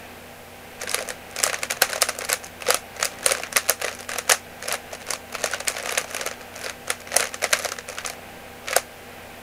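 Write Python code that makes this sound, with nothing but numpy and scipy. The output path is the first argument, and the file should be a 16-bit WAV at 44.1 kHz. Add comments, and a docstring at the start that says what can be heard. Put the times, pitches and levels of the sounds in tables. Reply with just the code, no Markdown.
"""Puzzle cube over a laptop

A plastic puzzle cube is twisted fast in two hands over a desk, close to the microphone.
Pieces snap past each other in clicks and clacks: noise bursts shaped by the plastic, each with a brief ring.
Soft ticks make the loose rattle and the sliding layers; every blow dies away in shaking pieces and a small room.
An open laptop hums with unsteady sine tones and blows with shaped noise underneath, below a faint high hiss."""
import sys
import numpy as np
from scipy.fft import rfft, irfft, next_fast_len
from scipy.io import wavfile
from scipy.ndimage import uniform_filter1d, map_coordinates

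SR = 44100
rng = np.random.default_rng(int(sys.argv[2]) if len(sys.argv) > 2 else 0)


def digitize_waveform(pressure):
    """Quantize a signal to 16-bit integers and store it at the path in sys.argv[1].

    Rows of a 2-D input are taken as channels; values are limited to [-1, 1].
    """
    field = np.atleast_2d(pressure).T
    bounded = np.clip(field, -1, 1)
    quanta = np.round(bounded * 32767).astype(np.int16)
    wavfile.write(sys.argv[1], SR, quanta)


N = 415422

# disk spindle, the fan's blade rate with multiples, and a whine, before flutter:
# (frequency [Hz], rms level [dB])
LAPTOP_TONES = [(59, -62), (90, -55), (242, -54), (484, -56), (789, -54), (1578, -58)]
# air through the laptop's vent, before its slow swell: (frequency [Hz], density [dB per Hz])
VENT_AIR = [(20, -74.5), (45, -93), (110, -79.5), (170, -74), (300, -79), (430, -74.5), (680, -71.5),
            (880, -77.5), (1150, -81), (1500, -79), (2500, -79), (3300, -86.5), (5500, -97), (9000, -110)]
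# snaps and single ticks of piece on piece, loud and soft, knock and thud relative to each:
# (time [s], level [dB], knock [dB], thud [dB])
PIECE_SNAPS = [(0.816, -6, -6, -18.5), (0.8188, -3.5, -11, -12), (0.8343, -10.5, -1, 6),
               (0.8747, -10.5, 6, -4), (0.8946, 2.5, -17, -19), (0.9144, -1, -7, -19),
               (0.9447, 6, -2.5, -6), (0.9803, -13, 7, 6), (0.989, -4, -2.5, -3), (1.0074, -11.5, -4, 7),
               (1.0252, -8, -4, -1), (1.0774, -13, -9, 1), (1.312, -18, -8, -5), (1.0884, -4.5, -5, -6),
               (1.1039, -5, 0, -2), (1.3629, -4, -6, -6), (1.3885, -1.5, -2, -14), (1.4013, -1.5, -4, -5),
               (1.432, -1, -1, -10), (1.4378, 11.5, -7.5, -14), (1.465, 0.5, -4, -0.5), (1.4763, -3, 0, -7),
               (1.4979, -2.5, 1.5, -2.5), (1.531, -5.5, 5, 2.5), (1.5435, 0, 0, -12),
               (1.588, -10.5, -5, -5), (1.633, 0, 0, -6), (1.7023, -5, 3, -12), (1.7087, -1, 1.5, -8),
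               (1.7216, -4.5, 1, -5), (1.7705, -15, 1, 3), (1.8207, 14, -2, -5.5), (1.8942, -10, 2, 1),
               (1.931, 0, -2, -9), (1.9587, -7, 2.5, 4), (2.0195, 12, -14, -13.5), (2.0246, 6, -0.5, -5.5),
               (2.088, 0, -1.5, -2.5), (2.093, 2, -4.5, -11), (2.1514, -15, -3, -1),
               (2.1885, -4.5, -7, -4.5), (2.209, -11.5, 5.5, -2), (2.2193, -9, -1, 2),
               (2.2496, -3, -8, -17), (2.2924, -2.5, -1, -11), (2.2996, 2, -4.5, -11), (2.3193, 1, -3, -12),
               (2.3293, 6, -5, -9), (2.3385, -5.5, 0, -18), (2.4442, -6.5, -21, -24),
               (2.467, -13, -19, -15), (2.6215, -9, 2.5, -3), (2.6668, -6.5, 2, -3), (2.686, -0.5, -3, 8),
               (2.7051, 11, -3.5, -8), (2.7266, -6, 3, -3), (2.7446, 7, -4.5, -5.5),
               (2.9663, -12.5, -7, -5), (3.028, 6, -1.5, -9.5), (3.0478, -1, -4, -12),
               (3.054, 5, -7.5, -8.5), (3.116, -18, -6, -8), (3.138, -20, 1, -8), (3.187, -15, -4, -5),
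               (3.2088, -18, -3, 4), (3.2302, -13, 3, -9), (3.2454, -6, -16, -6), (3.2621, 9.5, -4, -6),
               (3.2833, -4, -2, -3), (3.2944, -6, 7, -9), (3.31, 2.5, -0.5, -2), (3.3194, 6, -5, -6),
               (3.3504, -6.5, 5, -2), (3.4351, -6.5, 5, -4.5), (3.469, -16.5, 0, 0),
               (3.5274, -1.5, -7, -14), (3.5618, 4.5, 1.5, -5), (3.5679, 10, -3.5, -12),
               (3.5763, 6, -5, -12), (3.6824, -11, 2, -10), (3.6885, -0.5, -2, -6),
               (3.6963, 10.5, -8.5, -10.5), (3.7002, -3.5, 0, 0.5), (3.708, -2, -0.5, -2),
               (3.8163, -8, 3, 3.5), (3.821, -3, -1, -9), (3.8446, -3.5, 2, 4), (3.8648, -8.5, -2, 1),
               (3.882, -5, 4, -6), (4.0922, -5, 1.5, -3), (4.1174, -10.5, 5.5, -9), (4.1851, 0, -4, -9),
               (4.19, -3.5, -1, -7), (4.2794, -17, -1, -12), (4.2953, 6.5, -3, 1), (4.299, 10, -3, -19),
               (4.311, 0, 7.5, 2.5), (4.319, 12, -6.5, -31), (4.3218, 10, -9, -6.5), (4.684, 0.5, -9, -7),
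               (4.715, -5, 4.5, -1.5), (4.7246, -1, -10, -6), (4.7414, -4, 2.5, 0.5),
               (4.931, -13.5, -4, 6.5), (5.018, -16, -7, -7), (5.088, -8, -3, -3), (5.1067, 5.5, -7.5, -11),
               (5.1352, 2, -8, -6.5), (5.3509, -11, 10.5, 1), (5.4405, 6.5, -5.5, -3),
               (5.4593, 2, -4.5, -23), (5.5358, -2, 4.5, -7), (5.5445, -4, -0.5, -4),
               (5.604, -3.5, -2.5, -4), (5.6752, -6, 6.5, 2), (5.6822, 5.5, -4.5, -22),
               (5.6994, -9, -3, 2.5), (5.7675, -10.5, 7, 2), (5.7855, -11, 4, -10), (5.8586, -2, -1.5, -6),
               (5.8933, -3.5, 2, -4), (5.9239, -6, 2.5, 3), (5.9759, -0.5, 5.5, 2), (5.9806, 3, -0.5, -23),
               (6.0131, -6, -4, -6), (6.0434, -11, 0, 0), (6.1471, -6.5, -2, -1), (6.1657, -3, -2, -15),
               (6.2118, 0.5, -3.5, -11), (6.2632, 0, -4, -3.5), (6.2738, -2, -2, -5),
               (6.3131, -6.5, -2.5, -4), (6.4152, -16.5, -9, -11), (6.5613, -9.5, -9, -6),
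               (6.6433, -4, -13, -7), (6.6624, -6, 2, 2), (6.6969, -4.5, -0.5, -8), (6.9032, 5, -1.5, -7),
               (7.005, -14, -12, -3), (7.0736, -15, 2, 1), (7.1187, -9.5, 4, 3), (7.1416, -5.5, 2.5, 4),
               (7.1608, -5.5, 2, 8), (7.1658, 11.5, -7.5, -6.5), (7.1986, -3, 4.5, -2), (7.2058, 5, -7, -6),
               (7.2271, -3, 3.5, -1), (7.2415, -8, 3, 4), (7.2918, -14, -6, -20.5), (7.343, -3, -2, -10),
               (7.421, -6.5, 0, -4), (7.428, -7, 0, 2), (7.441, 5, 0.5, -0.5), (7.447, -4, -4, -3),
               (7.529, 2, 4, -1.5), (7.533, 11.5, -3.5, -13.5), (7.5618, -10, 0, -10),
               (7.5897, -6, -9, -14), (7.6479, 2, -9, -6), (7.6582, -2.5, -3, 1), (7.689, -3.5, -4.5, -8),
               (7.7194, -3, -1, -3), (7.7869, -5, -1.5, -6), (7.8882, -9.5, -1, -3), (7.8996, -10, -4, 2),
               (7.985, -4.5, 2, -11), (8.0497, -8, 3.5, -2), (8.0759, -6, -10, -7), (8.0621, -2, -16, -14),
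               (8.099, -4.5, -4, -5), (8.6844, -5.5, 4, -18), (8.7103, -5, -6, -24), (8.7294, -5.5, 6, -2),
               (8.7339, -10, 7, -2), (8.7622, -5, 3, -12), (8.7647, 9.5, -5, 0.5)]
# stretches in which a layer slides round, catching softly as it goes:
# (start [s], length [s], middle catch level [dB])
LAYER_SLIDES = [(1.89, 0.095, -9.5), (2.3, .045, -9.5), (2.659, 0.051, -9.5), (2.993, 0.03, -9.5),
                (3.361, 0.038, -9.5), (3.831, .12, -11), (3.985, .045, -11.5), (4.093, 0.071, -10.5),
                (4.62, .14, -10.5), (4.918, 0.036, -13), (5.063, 0.072, -16.5), (5.311, .11, -15),
                (5.471, 0.068, -11), (5.701, .14, -13), (5.865, 0.092, -8.5), (6.08, .16, -14.5),
                (6.57, .12, -16), (6.88, 0.018, -12.5), (7.118, .025, -14), (7.254, .02, -8),
                (7.506, 0.16, -11), (7.91, 0.042, -16.5), (8.665, 0.07, -13.5)]
# what the cube and the microphone favour within each part: (frequency [Hz], relative level [dB])
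CUBE_COLOUR = [(120, -23.5), (380, -13), (510, 2), (720, -2), (930, -11), (1200, -4), (2350, -6),
               (3400, -9), (4000, -2), (6500, 5), (8100, -4), (9500, -2.5), (11900, -10), (12800, -20.5),
               (15300, -13), (16400, -47)]
# faint high hiss, closing just below 16 kHz: (frequency [Hz], density [dB per Hz])
HIGH_HISS = [(6000, -92.5), (15600, -93), (15900, -140)]

# range of each part [Hz]: the body thuds, hollow pieces knock, thin walls click, sharp edges tick
BODY, HOLLOW, WALLS, EDGES = (60, 950), (950, 3200), (3200, 8000), (8000, 17000)
LEAD = 700  # room for grinding ahead of each contact [samples]
CATCH_GAP_S, CATCH_SPREAD_DB = 0.015, 7  # mean wait between soft catches, range of their strength
CATCH_KNOCK_DB, CATCH_THUD_DB = -2.5, -2.5  # middle values, relative to the catch
CATCH_COLOUR_DB = 13  # range of knock and thud from catch to catch
TOP_HZ = 16500  # band limit


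def amp(db):
    """Gain of a dB value."""
    return 10 ** (np.asarray(db) / 20)


def along(points, hz):
    """Values at hz, read from (frequency, value) points on a log axis."""
    f, v = np.transpose(points)
    return np.interp(np.log(hz + 1), np.log(f + 1), v)


def wobble(rate):
    """A smooth random curve, rate knots a second."""
    knots = rng.standard_normal(int(N * rate / SR) + 4)
    return map_coordinates(knots, [np.arange(N) * rate / SR])


def filtered(x, response):
    """Shape the spectrum of x by a response of frequency."""
    m = next_fast_len(N + 8192)
    return irfft(rfft(x, m) * response(np.fft.rfftfreq(m, 1 / SR)), m)[..., :N]


def noise(spectrum):
    """White noise shaped to the given dB per Hz."""
    return filtered(rng.standard_normal(N), lambda hz: np.sqrt(SR / 2) * amp(along(spectrum, hz)))


def laptop():
    """Motor tones wander in pitch and flutter in level over the slowly swelling rush of the vent."""
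    drift = np.cumsum(1 + 0.00158 * wobble(4)) / SR  # motor speed wanders, all tones together
    tones = 0
    for hz, db in LAPTOP_TONES:
        flutter = amp(np.log(hz / 30) * 0.55 * wobble(16))  # high tones flutter more
        phase = 2 * np.pi * (hz * drift + rng.random())
        tones = tones + np.sqrt(2) * amp(db) * flutter * np.sin(phase)
    return tones + amp(0.75 * wobble(2.72)) * noise(VENT_AIR)


def causal(db):
    """Minimum-phase response with these dB on an FFT grid, so a filtered blow keeps its sudden start."""
    cepstrum = irfft(np.log(amp(db) + 1e-5))
    half = len(cepstrum) // 2
    cepstrum[1:half] *= 2
    cepstrum[half + 1:] = 0
    return np.exp(rfft(cepstrum))


def part(span, db, contact, shake_db, t60, size):
    """Rough contacts, one a row, fading by e in `contact` s; pieces grind before, then shake and echo."""
    t = (np.arange(size) - LEAD) / SR
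    hz = np.fft.rfftfreq(size, 1 / SR) + 1
    skirts = 1 / (1 + (span[0] / hz) ** 10) / (1 + (hz / span[1]) ** 10)
    response = causal(along(CUBE_COLOUR, hz) + 10 * np.log10(skirts))
    rough, loose, lumps = rng.standard_normal((len(db), 3, size)).transpose(1, 0, 2)

    u = t / contact[:, None]
    blow = rough * np.exp(np.where(u < 0, 5 * u, -u))  # sudden start
    tiny_knocks = amp(11.5 * uniform_filter1d(lumps, size=40))  # the shaking comes in lumps
    grind_then_decay = np.where(t < 0, 1.42 * np.exp(t / 0.0031), amp(-60 * t / t60))
    shake = loose * tiny_knocks * grind_then_decay

    # every blow lands on another piece, which rings briefly at its own pitch
    pitch = span[1] * rng.uniform(0.37, 0.8, (len(db), 1))
    ring = 2.2 * 1j * hz * pitch / (9 * (pitch ** 2 - hz ** 2) + 1j * hz * pitch)
    piece = 1 + ring
    blow, shake = irfft(rfft([blow, shake]) * response * [piece, np.ones_like(piece)], size)

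    energy = lambda x: np.linalg.norm(x, axis=1, keepdims=True)
    even_blow = blow / energy(blow)
    even_shake = shake / energy(shake).mean()
    return amp(db)[:, None] * (even_blow + amp(shake_db) * even_shake)


def blows(s, db, knock_db, thud_db, contact, after, size):
    """Each blow sounds walls, edges, hollow pieces and body in its own shares; louder ones are brighter."""
    tick_db = -4.5 + 0.18 * db + 3.6 * rng.standard_normal(len(s))
    sound = part(WALLS, db - 4.5, 1.5 * contact, shake_db=-7.0, t60=0.19 * after, size=size)
    sound += part(EDGES, db + tick_db, 1.24 * contact, shake_db=-8.5, t60=0.16 * after, size=size)
    sound += part(HOLLOW, db + knock_db, 1.42 * contact, shake_db=-2.5, t60=0.16 * after, size=size)
    sound += part(BODY, db + thud_db, 0.93 * contact, shake_db=-6.0, t60=0.13 * after, size=size)
    at = np.round(s * SR).astype(int)[:, None] - LEAD + np.arange(size)
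    return np.bincount(at.ravel(), sound.ravel(), N + SR)[:N]


def snaps(rows):
    """Pieces catch and snap into line; in louder snaps several strike at once, so contact lasts longer."""
    contact = 0.00095 * amp(0.052 * rows[1])
    return blows(*rows, contact, after=0.98, size=5120)


def rattle(rows, count=4):
    """Around each snap or catch, loose pieces tick softly against their neighbours."""
    s, db = np.repeat(rows[:2], count, axis=1)
    luck = rng.random((len(s), 6))
    side = np.where(luck[:, 1] < 0.45, -1, 1)  # a little more often after than before
    apart = -0.014 * np.log(1 - luck[:, 0]) * side
    db = 0.5 * db - 21 - 150 * np.abs(apart) + 9 * luck[:, 2]  # softer further away
    knock_db = -2 + 6 * luck[:, 3]
    thud_db = -8 + 8 * luck[:, 4]
    contact = 0.00031 + 0.00094 * luck[:, 5]
    return blows(s + apart, db, knock_db, thud_db, contact, after=0.19, size=1280)


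def catches(count=20):
    """Rows like PIECE_SNAPS: one catch at a chance moment in each wait, while the layer slides."""
    start, length, db = np.transpose(LAYER_SLIDES)[:, :, None]
    luck = rng.random((4, len(LAYER_SLIDES), count))
    since = CATCH_GAP_S * (np.arange(count) + luck[0])
    even = luck - 0.5
    level_db = db + CATCH_SPREAD_DB * even[1]
    knock_db = CATCH_KNOCK_DB + CATCH_COLOUR_DB * even[2]
    thud_db = CATCH_THUD_DB + CATCH_COLOUR_DB * even[3]
    rows = np.array([start + since, level_db, knock_db, thud_db])
    return rows[:, since < length]


def slides(rows):
    """Soft catches touch briefly and die away sooner than snaps, so they stay separate ticks."""
    return blows(*rows, np.full(rows.shape[1], 0.0007), after=0.74, size=3072)


def scene():
    """The cube over the laptop."""
    snap_rows, catch_rows = np.transpose(PIECE_SNAPS), catches()
    cube = snaps(snap_rows) + slides(catch_rows) + rattle(np.hstack([snap_rows, catch_rows]))
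    return (laptop() + cube)[None]


def record(dry):
    """A faint high hiss, smooth overload on the loudest clacks, then the band limit."""
    x = dry + noise(HIGH_HISS)
    x = x / (1 + np.abs(x / 0.97) ** 8) ** (1 / 8)
    return filtered(x, lambda hz: hz < TOP_HZ)


dry = scene()
out = record(dry)
digitize_waveform(out)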